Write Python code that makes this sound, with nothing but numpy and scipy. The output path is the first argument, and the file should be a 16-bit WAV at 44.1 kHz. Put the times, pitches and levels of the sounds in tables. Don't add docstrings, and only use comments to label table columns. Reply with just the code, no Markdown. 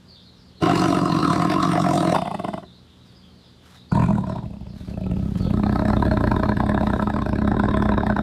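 import sys
import numpy as np
from scipy import signal
from scipy.fft import rfft, irfft
from scipy.io import wavfile

SR = 44100
rng = np.random.default_rng(int(sys.argv[2]) if len(sys.argv) > 2 else 0)


def digitize_waveform(pressure):
    field = np.atleast_2d(pressure).T
    bounded = np.clip(field, -1, 1)
    quanta = np.round(bounded * 32767).astype(np.int16)
    wavfile.write(sys.argv[1], SR, quanta)


N = 362502
TIME = np.arange(N) / SR

# start in seconds, level in dB before the balance of the ranges.
POPS = [(2.15, -20.5), (2.162, -21.5), (2.188, -25.5), (2.221, -26.5), (2.258, -30.5), (2.278, -29),
        (2.315, -29.5), (2.349, -28), (2.398, -30), (2.448, -27.5), (2.486, -28), (2.54, -29), (2.58, -33),
        (2.634, -44)]
CROSSOVERS_HZ = (470, 1150, 3000)


def cat():
    out = sputter()
    for utterance in (snarl, exhale, grunt, rumble, growl):
        add(out, *utterance())
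    return out


def snarl(focus_width_hz=110, unfocused=0.29, whistle_db=0.0, whistle_width_hz=260):
    # pitch in Hz, width in Hz, relative dB at the start, relative dB at the end.
    modes = [(113, 15, -3, -7), (171, 30, 2.5, 8), (312.6, 40, 1.5, 7), (334, 57, 4, -21),
             (687, 60, 7.5, 6.5), (1025, 59, 10, -3.5), (1268, 92, 3.5, -10.5), (1530, 720, -21.5, -18.5),
             (2802, 126, -16, -29.5), (3650, 420, -27, -28), (4130, 300, -24.5, -30),
             (4810, 80, -21.5, -29), (5610, 390, -29, -28.5), (7530, 1330, -34, -36),
             (8610, 250, -33.5, -29.5), (10160, 560, -45.5, -45)]
    # time in seconds, throat, mouth and teeth in dB before smoothing.
    range_levels = [(0.62, -27, -36, -29), (0.636, -27.5, -25.5, -31), (0.702, -22.5, -29, -30),
                    (0.75, -25.5, -30, -29.5), (0.85, -27, -31, -30.5), (0.96, -29, -29, -33),
                    (1.034, -34, -28.5, -38.5), (1.118, -29, -28, -35.5), (1.238, -44.5, -25, -36),
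                    (1.338, -29.5, -22, -34), (1.4, -32, -32, -42.5), (1.408, -33, -23, -29),
                    (1.458, -20, -26.5, -42), (1.47, -49, -31, -39), (1.512, -27, -22.5, -31.5),
                    (1.586, -34, -26.5, -41.5), (1.656, -31, -14.5, -30.5), (1.664, -46, -34, -46),
                    (1.706, -35, -25, -32.5), (1.744, -25.5, -27, -38), (2.104, -24.5, -31.5, -35.5),
                    (2.11, -21.5, -36, -36)]
    # time in seconds, pitch in Hz.
    mouth_curve = [(0.62, 1060), (0.796, 1142), (0.888, 1060), (0.936, 1240), (1.164, 1050), (1.248, 1250),
                   (1.298, 1134), (1.58, 1061), (1.602, 1150), (1.872, 1140), (1.926, 1030), (1.982, 1240),
                   (2.078, 1230), (2.135, 1060)]
    # time in seconds, pitch in Hz.
    whistle_curve = [(0.62, 2880), (0.7, 2960), (0.755, 4900), (0.8, 4330), (0.828, 3050), (0.86, 3050),
                     (0.905, 4300), (0.945, 2760), (1.01, 4100), (1.28, 4130), (1.45, 4750), (1.62, 4760),
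                     (1.85, 5450), (2.135, 3860)]
    snarl_crossovers_hz = (470, 880, 1700)
    start_s, end_s = 0.6, 2.138
    held_db, push_db, push_s = -21.5, 3.5, 0.22
    swell_from_db, swell_s = -13.5, 0.028

    age = np.arange(0, end_s - start_s, 1 / SR)
    t = start_s + age
    swell_db = swell_from_db * np.maximum(1 - age / swell_s, 0)
    effort_db = held_db + push_db * np.exp(-age / push_s) + swell_db
    slaps, gains = flap(t, effort_db, rate_per_push=270, jitter=0.1385, force_db=0.3, colour_db=1.0)
    breath = np.interp(age, [0, age[-1]], [0.62, 0.17])
    drives = gains * excite(slaps, rough=0.4, breath=breath, burst_s=0.0024, tail=0.29, snap=0.42,
                            first_thump=0.064, mid_thump=0.072, dull_puff=0.14)
    chest, gullet, mouth, teeth = ring(drives, modes, leak_db=-3.5, jaw_start=1.011, jaw_end=0.99,
                                       waver_db=4.0, wander=0.018, crossovers=snarl_crossovers_hz)

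    mouth_hz = np.interp(t, *np.transpose(mouth_curve))
    mouth = unfocused * mouth + resonate(mouth, mouth_hz, focus_width_hz)
    whistle_hz = np.interp(t, *np.transpose(whistle_curve))
    teeth = teeth + amp(whistle_db) * resonate(teeth, whistle_hz, whistle_width_hz)

    s, *levels_db = np.transpose(range_levels)
    smoothed_db = [smooth(np.interp(TIME, s, db), .05) for db in levels_db]
    upper_db = [np.interp(t, TIME, db) + swell_db for db in smoothed_db]
    return utter(t, [chest, gullet, mouth, teeth], [effort_db] + upper_db)


def sputter(chest_db=-2.0, throat_db=-2, mouth_db=-11.0, hiss_db=-28):
    # pitch in Hz, width in Hz, relative dB at the first pop, relative dB at the last.
    modes = [(185, 47, -2.5, 8), (346, 65, -10, 4.5), (673, 52, 0, 4), (820, 110, -5.5, -6),
             (1060, 62, -12, -4), (1446, 110, -34, -19), (1980, 137, -34, -25.5), (2590, 100, -31, -31),
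             (3020, 220, -35.5, -27.5), (3550, 63, -25, -27), (4930, 530, -34, -40),
             (8850, 1700, -40.5, -41), (9850, 390, -42, -49)]
    first_bright_db, dull_s = 5, 0.11
    out = np.zeros(N)
    slap = np.zeros(SR // 8)
    slap[SR // 50] = 1
    first_s, last_s = POPS[0][0], POPS[-1][0]
    for s, db in POPS:
        progress = (s - first_s) / (last_s - first_s)
        bright_db = first_bright_db * np.exp((first_s - s) / dull_s)
        drives = excite(slap, rough=0.28, breath=0, burst_s=0.0031, tail=0.077, snap=0.34,
                        first_thump=0.25, mid_thump=0.18, dull_puff=0.56)
        posture = throat(modes, leak_db=-17.0, progress=progress)
        parts = signal.fftconvolve(drives, posture, axes=1)
        parts = parts / np.linalg.norm(parts, axis=1)[:, None] * np.sqrt(SR / 30)
        balance_db = [chest_db - bright_db, throat_db, mouth_db + bright_db, hiss_db + bright_db]
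        add(out, s - .021, amp(db + np.array(balance_db)) @ parts)
    return out


def exhale(first_db=-50, last_db=-57):
    # pitch in Hz, relative level in dB per Hz.
    colour = [(300, -14), (1200, 3), (1800, -12), (2900, -7), (3300, -10), (3570, 7), (3850, -6),
              (4900, -6), (6300, -22), (8200, -20), (15000, -36)]
    t = np.arange(POPS[0][0], POPS[-1][0], 1 / SR)
    fade = amp(np.linspace(first_db, last_db, len(t)))
    return t[0], noise(colour)[:len(t)] * fade * signal.windows.tukey(len(t), .15)


def grunt():
    # time in seconds, effort in dB, mouth opening from 0 to 1.
    curve = [(3.912, -16, 0.73), (4.02, -17.5, 0.94), (4.07, -17.5, 0.75), (4.14, -17, 0.55),
             (4.22, -26, 0.87), (4.36, -28, 1), (4.46, -33, 0.55)]
    # pitch in Hz, width in Hz, relative dB at the start, relative dB at the end.
    modes = [(130, 49, -6, -0.5), (180, 38, 4, 0.5), (356, 30, -14.5, -10), (662, 35, -9.5, -7),
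             (800, 170, -23, -16), (1014, 78, -12, -8), (1470, 110, -16, -25), (1780, 300, -21, -30),
             (2500, 200, -25, -34), (3900, 540, -34, -31), (7800, 1700, -38, -40)]
    # dB at the narrowest mouth, dB at the widest.
    ranges = [(-3.5, 0), (-28, -7), (-43, -21.5), (-48, -33.5)]
    t, effort_db, opening = gesture(curve)
    slaps, gains = flap(t, effort_db, rate_per_push=150, jitter=0.151, force_db=-0.5, colour_db=4.5)
    drives = gains * excite(slaps, rough=0.3, breath=0.26, burst_s=0.0029, tail=0.19, snap=0.31,
                            first_thump=0.25, mid_thump=0.3, dull_puff=0.35)
    parts = ring(drives, modes, leak_db=-11, jaw_start=0.98, jaw_end=0.96, waver_db=4.0)
    return utter(t, parts, opened(effort_db, opening, ranges))


def rumble():
    # time in seconds, effort in dB, mouth opening from 0 to 1.
    curve = [(4.43, -32, 0.6), (4.54, -35.5, 0.8), (4.7, -36.5, 0.5), (4.82, -34.5, 0.2),
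             (4.97, -27.5, 0.9), (5.12, -22, 0.5), (5.3, -24, 0), (5.42, -20, 0.24), (5.525, -20, 0.85)]
    # pitch in Hz, width in Hz, relative dB at the start, relative dB at the end.
    modes = [(62.5, 22, 0, -8), (114, 75, -4, -0.5), (187.6, 35, 1, 2.5), (367, 56, -20.5, -14),
             (642, 56, -16, -20), (860, 130, -26, -25.5), (1346, 35, -34, -20), (1640, 400, -45, -36),
             (2640, 160, -30, -38), (3365, 350, -42, -34), (7600, 2100, -50, -51)]
    # dB at the narrowest mouth, dB at the widest.
    ranges = [(-1.5, -0.5), (-27, -12), (-36, -29.5), (-50, -37)]
    t, effort_db, opening = gesture(curve)
    slaps, gains = flap(t, effort_db, rate_per_push=58, jitter=0.219, force_db=2.5, colour_db=3.0,
                        limp=0.497, slack_rate=29)
    drives = gains * excite(slaps, rough=0.31, breath=0.16, burst_s=0.0023, tail=0.089, snap=0.35,
                            first_thump=0.35, mid_thump=0.21, dull_puff=0.61)
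    parts = ring(drives, modes, leak_db=-7.5, jaw_start=1.0, jaw_end=0.95, waver_db=4.0)
    return utter(t, parts, opened(effort_db, opening, ranges))


def growl():
    # time in seconds, effort in dB, mouth opening from 0 to 1.
    curve = [(5.51, -22, 0.43), (5.64, -20.5, 0.75), (5.78, -20.5, 0.84), (6.0, -19, 0.87),
             (6.55, -22, 0.97), (6.85, -21, 0.92), (7.1, -25, 1), (7.4, -21.5, 0.69), (7.52, -20, 0.88),
             (8.22, -22.5, 1)]
    # pitch in Hz, width in Hz, relative dB at the start, relative dB at the end.
    modes = [(59.4, 10.2, -8.5, -8), (115.7, 76, -6, -8.5), (211.7, 23.2, -3.5, -2.5),
             (331, 108, -13.5, -15), (385.5, 39, -26.5, -13), (633, 33.5, -10.5, -14), (786, 180, -15, -19),
             (1025, 54, -12, -11.5), (1327, 44, -15, -18), (1636, 190, -18.5, -10.5),
             (2390, 220, -35, -30.5), (3746, 162, -33.5, -24.5), (4220, 164, -29, -41),
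             (5320, 340, -45.5, -39.5), (8100, 770, -50, -47)]
    # dB at the narrowest mouth, dB at the widest.
    ranges = [(0, 0), (-34, -4.5), (-36, -14.5), (-44, -28)]
    t, effort_db, opening = gesture(curve)
    slaps, gains = flap(t, effort_db, rate_per_push=98, jitter=.15, force_db=1.5, colour_db=2.5, limp=0.398)
    drives = gains * excite(slaps, rough=0.21, breath=0.081, burst_s=0.0021, tail=0.026, snap=0.45,
                            first_thump=0.42, mid_thump=0.51, dull_puff=0.25)
    parts = ring(drives, modes, leak_db=-13.0, jaw_start=0.99, jaw_end=0.99, waver_db=3.5, wander=0.025)
    return utter(t, parts, opened(effort_db, opening, ranges))


def gesture(curve):
    s, effort_db, opening = np.transpose(curve)
    t = np.arange(s[0], s[-1], 1 / SR)
    return t, np.interp(t, s, effort_db), np.interp(t, s, np.clip(opening, 0, 1))


def flap(t, effort_db, rate_per_push, jitter, force_db, colour_db, limp=0, slack_rate=23):
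    # time in seconds, extra force in dB, extra brightness in dB, both before the force shares.
    placed_rows = [(0.636, 0, 0.5), (0.713, 0.5, 1.5), (0.757, 1.5, 2), (0.883, 2, -2), (0.904, 0, -1.5),
                   (1.122, 1.5, 0), (1.228, 1, 2), (1.249, 1, 2.5), (1.303, 2, -2.5), (1.332, 1, -1),
                   (1.45, 2.5, 1), (1.519, 3.5, -2.5), (1.629, 3.5, 0), (1.652, 1, -1), (1.863, 1, -1),
                   (1.91, -1, 1.5), (2.028, -2.5, 1.5), (2.074, 1, 3), (2.097, 2, 4), (2.123, 3, 4),
                   (3.92, 4, -5.5), (3.952, 2.5, 0.5), (3.997, 7.5, -3), (4.022, 4.5, 0), (4.039, -2, 4),
                   (4.106, 3, -3), (4.182, 7.5, -1), (4.239, -1, 0), (4.323, 5, -8), (4.975, 5, -5),
                   (5.065, 6, -3), (5.114, 9, -2), (5.404, 5, -4), (5.506, 9, -4), (5.539, 8, -2),
                   (5.758, 6, 1), (5.883, 1.5, -1), (5.902, 4, -2.5), (5.934, 3, -6), (5.968, 1, -1),
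                   (6.053, 1, 3), (6.065, 4, -4), (6.114, 0.5, 2), (6.24, 2, 2), (6.274, 6, 3),
                   (6.316, 11.5, 0), (6.364, 9, -2.5), (6.492, 8, -4), (6.603, 11.5, -5), (6.694, 6, 2),
                   (6.746, 2.5, 3), (6.81, 6, -6), (6.833, 6.5, -6), (6.871, 2.5, 4), (7.025, 11, -1),
                   (7.073, 5.5, -4), (7.164, 1, -4), (7.221, 1.5, 0), (7.292, 1, 1), (7.477, 3, 2),
                   (7.597, 8.5, -1), (7.687, 9, -7), (7.771, 3.5, 0), (7.824, 1.5, 3), (7.857, 6, -4),
                   (7.891, 7, -4), (7.979, 6, 2), (8.067, 6.5, 3), (8.101, 13, -7), (8.19, 1.5, 3)]
    force_shares = (0.25, 0.8, 1.0, 1.15)
    build_up = 0.35

    turns = np.cumsum(slack_rate + rate_per_push * amp(effort_db)) / SR
    placed_s, placed_db, bright_db = np.transpose([row for row in placed_rows if t[0] < row[0] < t[-1]])
    marks = np.interp([t[0], *placed_s, t[-1]], t, turns)
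    whole_beats = np.maximum(np.round(np.diff(marks)), 1)
    counts = np.cumsum([0, *whole_beats]).astype(int)
    beats, placed = np.arange(1, counts[-1]), counts[1:-1] - 1

    chance = np.clip(rng.standard_normal((200, 6))[:len(beats)], -1.8, 1.8)
    chance[:, :2] += limp * np.where(beats % 2, 1, -1)[:, None]
    chance[placed] = 0
    late, force, *colour = chance.T
    beat_turns = np.interp(beats + jitter * late, counts, marks)
    at = np.sort(np.interp(beat_turns, turns, t))

    beat_db = force_db * force + colour_db * np.array(colour)
    beat_db[:, placed] = [placed_db, placed_db, placed_db + bright_db, placed_db + bright_db]
    wait = np.clip(1 + jitter * np.diff(late, prepend=0), .2, 2)
    slaps = np.zeros(len(t))
    slaps[np.searchsorted(t[:-1], at)] = wait ** build_up
    gains = [amp(np.interp(t, at, share * db)) for share, db in zip(force_shares, beat_db)]
    return slaps, np.array(gains)


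def excite(slaps, rough, breath, burst_s, tail, snap, first_thump, mid_thump, lead_s=0.00714,
           first_puff=0.1, dull_puff=0.3, close_s=0.003, tail_s=0.03):
    reach = round(SR / 30)
    t = np.arange(-reach, reach + 1) / SR
    air = rng.standard_normal(len(slaps))

    def bell(at, width):
        return np.exp(-.5 * ((t - at) / width) ** 2)

    def turbulence(lead):
        flow = bell(0, burst_s) + lead * bell(-lead_s, burst_s / 2) + tail * (t > 0) * np.exp(-abs(t) / tail_s)
        gate = np.sqrt(abs(signal.fftconvolve(slaps ** 2, flow ** 2, "same")))
        return evened((evened(gate) + breath) * air)

    dull = turbulence(dull_puff)
    puffs = turbulence(first_puff)
    knock = first_thump * bell(-lead_s, 0.00037) + mid_thump * bell(-0.00036, 0.00031) + bell(close_s, 0.00044)
    thumps = evened(signal.fftconvolve(slaps, knock, "same"))
    crack = snap * evened(slaps)
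    chest = thumps * (1 - rough) / 5 + rough * dull
    return np.array([chest, crack + dull, crack + puffs, puffs])


def throat(modes, leak_db, progress, jaw=1, crossovers=CROSSOVERS_HZ, wander=0.014, waver_db=2.0):
    # pitch in Hz, level in dB before leak_db is added.
    leak = [(20, -43), (60, -28), (200, -34), (500, -9), (1200, -49), (2000, -31.5), (6000, -54),
            (9500, -44), (13000, -44.5), (15000, -51)]
    hz = np.fft.rfftfreq(8192, 1 / SR)
    power = amp(read(leak, hz) + leak_db) ** 2
    for (f, width, first_db, last_db), (shift, swell) in zip(modes, rng.standard_normal((len(modes), 2))):
        db = first_db + (last_db - first_db) * progress
        if f > crossovers[0]:
            f = f * jaw * (1 + wander * shift)
            db = db + waver_db * swell
        power = power + amp(db) ** 2 / (1 + ((hz - f) / width) ** 2) ** 2
    power = power * hz ** 4 / (hz ** 4 + 38 ** 4)

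    below = [0 * hz] + [1 / (1 + (hz / f) ** 12) for f in crossovers] + [np.ones(len(hz))]
    log_gain = .5 * np.log(power * abs(np.diff(below, axis=0)) + 1e-12)
    cepstrum = irfft(log_gain)[:, :len(hz) - 1]
    cepstrum[:, 1:] *= 2
    return irfft(np.exp(rfft(cepstrum, 8192)))[:, :4096]


def ring(drives, modes, leak_db, jaw_start, jaw_end, waver_db, wander=0.013, crossovers=CROSSOVERS_HZ):
    hop, size = 2048, drives.shape[1]
    padded = np.pad(drives, ((0, 0), (hop, 5 * hop)))
    parts = np.zeros(padded.shape)
    for i in range(0, size + hop, hop):
        piece = padded[:, i:i + 2 * hop] * np.hanning(2 * hop)
        progress = min(i / size, 1)
        jaw = jaw_start + (jaw_end - jaw_start) * progress
        posture = throat(modes, leak_db, progress, jaw, crossovers, wander, waver_db)
        rung = signal.fftconvolve(piece, posture, axes=1)
        parts[:, i:i + rung.shape[1]] += rung
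    return parts[:, hop:hop + size]


def resonate(x, hz, width):
    turn = np.exp(2j * np.pi * np.cumsum(hz) / SR)
    r = np.exp(-np.pi * width / SR)
    return 2 * (turn * signal.lfilter([1 - r], [1, -r], x / turn)).real


def opened(effort_db, opening, ranges):
    return [effort_db + narrow_db + (wide_db - narrow_db) * opening for narrow_db, wide_db in ranges]


def steadied(x):
    power = smooth(x ** 2, .15) / smooth(np.ones(len(x)), .15)
    return x / np.sqrt(abs(power) + 1e-20)


def utter(t, parts, levels_db):
    voice = sum(steadied(part) * amp(db) for part, db in zip(parts, levels_db))
    return t[0], voice * signal.windows.tukey(len(t), 0.017 / (t[-1] - t[0]))


def paws():
    # start in seconds, length in seconds, rms level in dB before the fades.
    scuffs = [(3.037, 0.11, -64.5), (3.609, 0.2, -56), (3.662, 0.0065, -67), (4.717, 0.26, -57),
              (5.032, 1, -56.5), (5.372, 0.021, -48), (5.72, 1, -57.5), (6.74, 0.35, -55.5)]
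    out = np.zeros(N)
    colour = [(150, -10.0), (1200, 9.5), (2500, 2.0), (5000, -1.5), (8000, -7.0), (12800, -11.0), (15200, -22.0)]
    grit = noise(colour) * amp(3.5 * drift(260))
    for s, length, db in scuffs:
        stroke = grit[round(s * SR):][:round(length * SR)]
        add(out, s, amp(db) * evened(stroke) * signal.windows.tukey(len(stroke), .5))
    return out


def birds():
    # start in seconds, pitch in Hz, level in dB before the final mix.
    calls = [(0.076, 4500, -56.5), (0.14, 3600, -58.5), (0.23, 4140, -61), (0.551, 4080, -61),
             (2.641, 3780, -60.5), (2.72, 4060, -66), (2.971, 3810, -67), (3.045, 4700, -69),
             (3.07, 3520, -68.5), (3.14, 4700, -65), (3.21, 3250, -64), (3.34, 4400, -76),
             (3.41, 3600, -66.5), (3.43, 4800, -69), (3.479, 3650, -71), (3.74, 3760, -61.5),
             (3.886, 4400, -57), (4.261, 5300, -68), (4.291, 3780, -63), (4.759, 3800, -65),
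             (5.385, 4410, -56), (5.421, 3540, -57)]
    flock_per_s, low_hz, high_hz = 24, 3247, 4910
    flock_db, spread_db = -64.5, 8.5
    near, far = np.zeros((2, N))
    for s, pitch_hz, db in calls:
        add(near, s, amp(db) * chirp(pitch_hz))
    for k, (when, pitch, size) in enumerate(rng.random((round(flock_per_s * N / SR), 3))):
        call = chirp(low_hz + (high_hz - low_hz) * pitch, blur_hz=379)
        add(far, (k + when) / flock_per_s, amp(flock_db + spread_db * (2 * size - 1.5)) * call)
    return amp(1.5) * near + amp(4.0) * pen(near, 1.26) + pen(far, 1.16)


def chirp(pitch_hz, blur_hz=230):
    length_s, fall = 0.08, 0.1207
    t = np.arange(0, length_s, 1 / SR)
    hz = pitch_hz * (1 + fall * (.5 - t / length_s)) + blur_hz * drift(701, len(t))
    return evened(np.sin(2 * np.pi * np.cumsum(hz) / SR) * np.sin(np.pi * t / length_s) ** .5)


def yard():
    # pitch in Hz, relative level in dB per Hz.
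    air_colour = [(29, -37), (50, 0.5), (107, 0), (190, -2), (428, -8.5), (674, -15), (1110, -16.5),
                  (1790, -21), (2500, -24.5), (3580, -18.5), (6060, -29.5), (11800, -38.5), (15000, -47)]
    # pitch in Hz, mean level in dB before the hum's final trim.
    partials = [(80.7, -57), (123.8, -56.5), (183.0, -54.5), (204.6, -68), (242.2, -60.5)]
    hum = np.zeros(N)
    for hz, db in partials:
        level = amp(db + 2 * drift(17)) * np.sqrt(2)
        hum += level * np.sin(2 * np.pi * hz * TIME + 0.38 * drift(2.4))
    air_db = -53.5 + 0.27 * drift(3.7)
    return amp(-2) * hum + amp(air_db) * noise(air_colour)


def pen(x, stretch):
    # pitch in Hz, time to fall 60 dB in seconds before stretch multiplies it.
    decay = [(100, 0.49), (250, 0.36), (1000, 0.047), (4000, 0.29), (12000, 0.31)]
    taps = np.zeros(SR)
    at = np.arange(200, SR - 20, 20)
    taps[at + rng.integers(0, 20, len(at))] = rng.choice([-1., 1.], len(at))
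    hz, t, z = signal.stft(taps, SR, nperseg=256)
    t60 = stretch * read(decay, hz)[:, None]
    tail = signal.istft(z * amp(-60 * t / t60), SR, nperseg=256)[1]
    return signal.fftconvolve(x, tail / np.linalg.norm(tail))[:N]


def amp(db):
    return 10 ** (np.asarray(db) / 20)


def evened(x):
    return x / np.sqrt(np.mean(x ** 2) + 1e-20)


def read(points, hz):
    f, value = np.transpose(points)
    return np.interp(np.log(hz + 1), np.log(f + 1), value)


def add(mix, s, sound):
    part = mix[max(round(s * SR), 0):][:len(sound)]
    part += sound[:len(part)]


def noise(points):
    gain = amp(read(points, np.fft.rfftfreq(N, 1 / SR)))
    return evened(irfft(rfft(rng.standard_normal(N)) * gain, N))


def drift(per_s, size=N):
    return np.interp(TIME[:size] * per_s, np.arange(size), rng.standard_normal(size))


def smooth(x, seconds):
    bell = signal.windows.hann(int(seconds * SR) | 1)
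    return signal.fftconvolve(x, bell / bell.sum(), "same")


def scene():
    near = cat() + paws()
    mono = near + amp(-7.0) * pen(near, 0.92) + birds() + yard()
    low = signal.sosfilt(signal.butter(2, 1200, fs=SR, output="sos"), mono)
    side = amp(-37) * low + amp(-36) * pen(low, 0.12) + amp(-74.0) * pen(mono, .3)
    return np.array([mono - side, mono + side])


def record(dry, ceiling=.43, edge_hz=15650):
    rounded = dry / (1 + (dry / ceiling) ** 6) ** (1 / 6)
    lowpass = signal.firwin(511, edge_hz, window=("kaiser", 9), fs=SR)
    return signal.oaconvolve(rounded, lowpass[None], "same")


dry = scene()
out = record(dry)
digitize_waveform(out)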